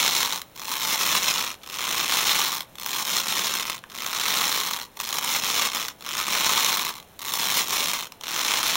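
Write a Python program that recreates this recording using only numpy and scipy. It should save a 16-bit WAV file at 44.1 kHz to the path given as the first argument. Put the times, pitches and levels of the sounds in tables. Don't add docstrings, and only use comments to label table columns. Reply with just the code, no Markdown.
import sys
import numpy as np
from scipy import signal
from scipy.fft import rfft, irfft, next_fast_len
from scipy.io import wavfile
from scipy.ndimage import uniform_filter1d, map_coordinates

SR = 44100
rng = np.random.default_rng(int(sys.argv[2]) if len(sys.argv) > 2 else 0)


def put_to_file(sound):
    columns = np.atleast_2d(sound).T
    safe = np.clip(columns, -1, 1)
    whole_steps = np.round(safe * 32767)
    wavfile.write(sys.argv[1], SR, whole_steps.astype(np.int16))


N = 386309

# roll ring level/dB, fizz level/dB, rumble level/dB
ARM_STROKES = [(-0.59, 0.099, 0.44, -23, -7.5, -3, -16.5), (0.54, 1.17, 1.56, -24, -6.5, -2, -15),
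               (1.59, 2.311, 2.655, -23.5, -6, -2, -17), (2.75, 3.269, 3.805, -25.5, -7, -2.5, -15),
               (3.869, 4.471, 4.886, -25, -5.5, -1.5, -16), (4.95, 5.56, 5.93, -25, -6.5, -2.5, -15),
               (5.97, 6.559, 7.035, -23.5, -5, -2.5, -16), (7.179, 7.66, 8.085, -24.5, -7.5, -2, -14.5),
               (8.189, 8.558, 9.46, -24, -5.5, -3.5, -17.5)]
TURN_PLACES = [.9, .11, 1, .08, .85, .1, .9, 0, .82, .1]
# centre t/s, half length/s, change of level/dB
GRIP_LAPSES = [(0.108, 0.018, -4), (0.282, 0.018, -4.5), (0.789, 0.02, -4), (0.979, 0.018, -3.5),
               (1.199, 0.015, -6), (1.33, 0.015, -3.5), (2.069, 0.024, -4.5), (3.051, 0.026, -4.5),
               (3.235, 0.027, -5.5), (3.427, 0.019, -3.5), (3.647, 0.025, -5), (4.1, 0.027, -4.5),
               (5.21, 0.016, -5), (5.41, 0.02, -6), (5.708, 0.028, -8.5), (6.249, 0.026, -5.5),
               (6.935, 0.025, -6.5), (7.66, 0.042, -6), (8.621, 0.021, -3.5)]
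# t/s, relative level/dB
BIG_SNAPS = [(0.3245, -8), (0.359, -10), (0.417, -13), (0.5591, -27), (0.595, -30), (0.6274, -27),
             (0.65, -20.5), (0.7155, -10), (1.5275, -22), (1.6336, -24.5), (1.6617, -29), (1.9627, -26),
             (2.5189, -14), (2.6071, -12), (2.7549, -22.5), (2.7839, -21), (2.798, -16.5), (2.8146, -20),
             (2.862, -8.5), (2.9306, -12), (3.1993, -6.5), (3.5382, -6.5), (3.5523, -6.5), (3.5856, -24),
             (3.6253, -11), (3.698, -7.5), (3.8997, -25.5), (3.9502, -16.5), (4.0209, -15), (4.0632, -9),
             (4.1981, -6), (4.6629, -11), (4.7339, -9.5), (4.8146, -16), (4.851, -27), (4.9708, -20),
             (4.9916, -20), (5.0008, -8), (5.0105, -10.5), (5.1274, -8), (5.1843, -5.5), (5.7484, -7),
             (5.798, -13), (5.8832, -9.5), (6.0085, -24), (6.0636, -14.5), (6.0899, -11.5), (6.3227, -11),
             (6.646, -2.5), (6.7712, -5), (6.8498, -8), (6.8778, -23), (6.9392, -26), (6.9808, -25),
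             (7.0005, -29), (7.0269, -31), (7.1923, -17.5), (7.217, -16), (7.2487, -14), (7.3374, -4),
             (7.9337, -5), (8.0695, -21), (8.121, -22), (8.2109, -21), (8.2364, -16.5), (8.4481, -5),
             (8.63, -4)]
# f/Hz, relative level/dB
CRACKLE_SPECTRUM = [(60, -23.5), (200, -15.5), (700, -9.5), (1400, -11), (1750, -12), (2200, -3.5),
                    (2750, -3), (3300, 1.5), (4200, 1.5), (5200, 0.6), (6200, -1.5), (7200, -4.5),
                    (9000, -12), (12000, -20.5), (16000, -40)]
FIZZ_SPECTRUM = [(4000, -57), (7500, -6), (9500, 0), (12500, 5), (14000, 9), (15700, 11.5)]
# f/Hz, width/Hz, relative level/dB
SHEET_MODES = [(3970, 380, 0)]
ROLL_MODES_LEFT = [(1020, 288, -1.5), (1218, 275, 2.5), (2540, 1200, -11.5)]
ROLL_MODES_RIGHT = [(883, 139, -1), (1123, 178, 5), (2190, 390, -12)]
# f/Hz, level/dB
REFLECTION_GAIN = [(500, -22), (1500, -17), (3200, -12), (6200, -7.5), (9000, -13), (15000, -16)]
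# f/Hz, relative level/dB
RUMBLE_SPECTRUM = [(30, -31), (70, -16), (110, -8.5), (175, 2.5), (260, 1), (400, -0.5), (550, -1),
                   (750, -11.5), (1400, -13.5)]
# f/Hz, T60/s
ROOM_DECAY = [(200, 0.15), (1000, 0.23), (4000, 0.13), (15000, 0.1)]
# f/Hz, relative level/dB
AIR_SPECTRUM = [(25, -2), (60, 1), (120, 2), (300, -3.5), (800, -0.5), (1600, -10), (4000, -11),
                (8000, -24), (15500, -17)]
# t/s, level/dB
AXLE_KNOCKS = [(3.839, -9)]
# f/Hz, width/Hz
TREBLE_NOTCHES = [(4720, 670), (7890, 340), (9390, 334), (14100, 180)]


def amp(db):
    return 10 ** (np.asarray(db) / 20)


def unit(x):
    return x / np.sqrt(np.mean(x ** 2) + 1e-20)


def along(points, hz):
    f, v = np.transpose(points)
    return np.interp(np.log(hz + 1), np.log(f + 1), v)


def filtered(x, response):
    size = next_fast_len(N + SR // 2)
    return irfft(rfft(x, size) * response(np.fft.rfftfreq(size, 1 / SR)), size)[:N]


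def coloured(x, spectrum, size=4096):
    cepstrum = irfft(np.log(amp(along(spectrum, np.fft.rfftfreq(size, 1 / SR)))))
    cepstrum[1:size // 2] *= 2
    cepstrum[size // 2 + 1:] = 0
    pulse = irfft(np.exp(rfft(cepstrum)))
    return signal.fftconvolve(x, pulse / np.linalg.norm(pulse))[:N]


def ring(x, modes):
    t = np.arange(SR // 20) / SR
    pulse = sum((-1) ** k * amp(db) * width * np.exp(-np.pi * width * t) * np.cos(2 * np.pi * hz * t)
                for k, (hz, width, db) in enumerate(modes))
    return signal.fftconvolve(x, pulse / np.linalg.norm(pulse))[:N]


def steadied(x, span_s):
    window = signal.windows.hann(2 * int(span_s * SR) + 3)
    power = np.abs(signal.fftconvolve(x ** 2, window / window.sum(), "same"))
    return x / np.sqrt(power + 1e-9)


def per_stroke(values):
    spans = np.array(ARM_STROKES)[:, [0, 2]].ravel()
    return np.interp(np.arange(N) / SR, spans, np.repeat(values, 2))


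def arm_motion():
    t = np.arange(N) / SR
    speed, left = np.zeros(N), np.full(N, float(TURN_PLACES[0]))
    travels = np.diff(TURN_PLACES)
    for (start, fastest, end, *_), travel in zip(ARM_STROKES, travels):
        phase = np.interp(t, [start, fastest, end], [0, np.pi / 2, np.pi])
        speed += np.sin(phase)
        quarter_s = np.where(t < fastest, fastest - start, end - fastest)
        covered = fastest - start - quarter_s * np.cos(phase)
        left += travel * covered / (end - start)
    return speed, left, per_stroke(travels > 0)


def grip(waver_db=0.76, knots_per_s=18, surge_share=0.35, surge_lead_s=0.03):
    t = np.arange(N) / SR
    hump = lambda at, half_s: np.exp(-np.minimum(((t - at) / half_s) ** 2, 20))
    lapses = sum(db * (hump(at, half) - surge_share * hump(at - half - surge_lead_s, half_s=0.025))
                 for at, half, db in GRIP_LAPSES)
    waver = map_coordinates(rng.standard_normal(1000), [t * knots_per_s], mode="mirror")
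    return waver_db * waver + lapses


def tearing(rate, haze, decay_s=0.00089, scatter_db=3, threads_per_s=6000):
    passed = np.cumsum(rate) / SR
    spacing = rng.gamma(4, 1 / 4, size=8000)
    at = np.searchsorted(passed, np.cumsum(spacing))
    at = at[at < N]
    straws = np.bincount(at, amp(scatter_db * np.clip(rng.standard_normal(len(at)), -2, 2)), N)
    fade = np.exp(-np.arange(SR // 20) / SR / decay_s)
    spray_power = np.abs(signal.fftconvolve(straws ** 2, fade / fade.sum())[:N])
    threads = unit(rng.standard_normal(N) * (rng.random(N) < threads_per_s / SR))
    return 0.62 * straws + threads * np.sqrt(spray_power + haze ** 2 * rate / SR)


def peeling(peel_db, stuck_db=-49):
    pace = amp(np.minimum(peel_db + 23, 3))
    straws_per_s = 55 + 400 * pace
    grain = tearing(straws_per_s, haze=0.12 + 0.5 * pace)
    slipping = 1 / (1 + amp(-2 * (peel_db - stuck_db)))
    return amp(peel_db) * slipping * steadied(grain, span_s=0.022)


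def snapping(peel_db, strays_per_s=9, above_db=13, scatter_db=2.5):
    gaps, sizes = rng.random((300, 2)).T
    times = np.cumsum(0.5 + gaps) / strays_per_s
    strays = [(at, peel_db[int(at * SR)] + above_db + scatter_db * (1 - 2 * size))
              for at, size in zip(times, sizes) if at < N / SR]
    return list(BIG_SNAPS) + strays


def holding(snaps, lead_s=0.0098, depth_db=-7.5):
    t = np.arange(N) / SR
    times = np.append(np.sort(np.transpose(snaps)[0]), np.inf)
    wait = times[np.searchsorted(times, t)] - t
    return amp(depth_db * np.exp(-(wait / lead_s) ** 2))


def blows(events, life_s, spray):
    force, t = np.zeros(N + SR), np.arange(SR // 50) / SR
    for at, db in events:
        trail = rng.standard_normal(len(t)) * np.exp(-(t / life_s) ** 2)
        burst = spray * trail / np.linalg.norm(trail)
        burst[0] = 1
        force[round(at * SR):][:len(t)] += amp(db) * burst / np.linalg.norm(burst)
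    return force[:N]


def varied(x, depth_db):
    spectra = signal.stft(x, nperseg=128)[2]
    field = uniform_filter1d(rng.standard_normal(spectra.shape), size=6, axis=0)
    field = uniform_filter1d(field, size=3, axis=1)
    gain = unit(amp(depth_db * unit(field)))
    return signal.istft(spectra * gain, nperseg=128)[1][:N]


def tape(peel_db, speed, left, facing):
    *_, ring_levels, fizz_levels, _ = np.transpose(ARM_STROKES)
    ring_db = per_stroke(ring_levels) + 2 * (1 - speed) + left
    fizz_db = per_stroke(fizz_levels) + 2.5 * (1 - speed) - 2.5 * left
    events = snapping(peel_db)
    rasp = peeling(peel_db) * holding(events)
    snaps = amp(6.5) * blows(events, life_s=0.0026, spray=1.83)
    force = varied(rasp + snaps, depth_db=1.5)
    crackle = amp(-0.22) * coloured(force, CRACKLE_SPECTRUM)
    fizz = coloured(force * amp(fizz_db), FIZZ_SPECTRUM)
    sheet = amp(-12.5) * ring(force * (1 - facing) * (1 - left), SHEET_MODES)
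    drive = (rasp + 0.88 * snaps) * amp(ring_db)
    hollow = left * ring(drive, ROLL_MODES_LEFT) + (1 - left) * ring(drive, ROLL_MODES_RIGHT)
    return crackle + fizz + sheet + hollow


def near_reflection(x, left, facing, right_lag_ms=1.05, left_lag_ms=2.15):
    lag_ms = right_lag_ms + (left_lag_ms - right_lag_ms) * left
    echo = map_coordinates(x, [np.arange(N) - lag_ms * SR / 1000], order=3)
    return x + facing * filtered(echo, lambda hz: amp(along(REFLECTION_GAIN, hz)))


def rumble(level_db, bumps_per_s=1500):
    bumps = rng.standard_normal(N) * (rng.random(N) < bumps_per_s / SR)
    return amp(level_db) * steadied(coloured(bumps, RUMBLE_SPECTRUM), span_s=0.062)


def room(x, gap_s=0.004, count=24):
    walls = np.zeros(N)
    place = np.linspace(0, count - 1, N)
    for k in range(count):
        hz, t, spectra = signal.stft(rng.standard_normal(SR // 3), SR, nperseg=256)
        decay = amp(-60 * t / along(ROOM_DECAY, hz)[:, None])
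        tail = signal.istft(spectra * decay, SR, nperseg=256)[1]
        tail = np.pad(tail / np.linalg.norm(tail), (int(gap_s * SR), 0))
        near = np.flatnonzero(np.abs(place - k) < 1)
        crossfade = np.cos((place[near] - k) * np.pi / 2)
        answer = signal.fftconvolve(x[near] * crossfade, tail)[:N - near[0]]
        walls[near[0]:][:len(answer)] += answer
    return walls


def air():
    return coloured(rng.standard_normal(N), AIR_SPECTRUM)


def axle_knock():
    return ring(blows(AXLE_KNOCKS, life_s=0.0027, spray=0.74), ROLL_MODES_LEFT)


def scene():
    speed, left, pulling = arm_motion()
    slope_db = 22 * (1 - pulling) + 15 * pulling
    facing = 0.13 * (1 - pulling) + pulling
    *_, crackle_levels, _, _, rumble_levels = np.transpose(ARM_STROKES)
    effort_db, grip_db = per_stroke(crackle_levels), grip()
    peel_db = effort_db + grip_db + slope_db * np.log10(speed + 1e-4)
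    rolling_speed = np.hypot(speed, 0.091)
    rumble_db = effort_db + per_stroke(rumble_levels) + 0.85 * grip_db + 16 * np.log10(rolling_speed)
    crackle = tape(peel_db, speed, left, facing)
    direct = near_reflection(crackle, left, facing) + rumble(rumble_db) + axle_knock()
    return (direct + amp(-12) * room(direct) + amp(-53) * air())[None]


def record(dry):
    depth, top_hz = 0.86, 15820

    def response(f):
        dips = [1 - depth * 1j * f * width / (centre ** 2 - f ** 2 + 1j * f * width)
                for centre, width in TREBLE_NOTCHES]
        return np.prod(dips, axis=0) * (f < top_hz)

    return filtered(dry[0], response)[None]


dry = scene()
out = record(dry)
put_to_file(out)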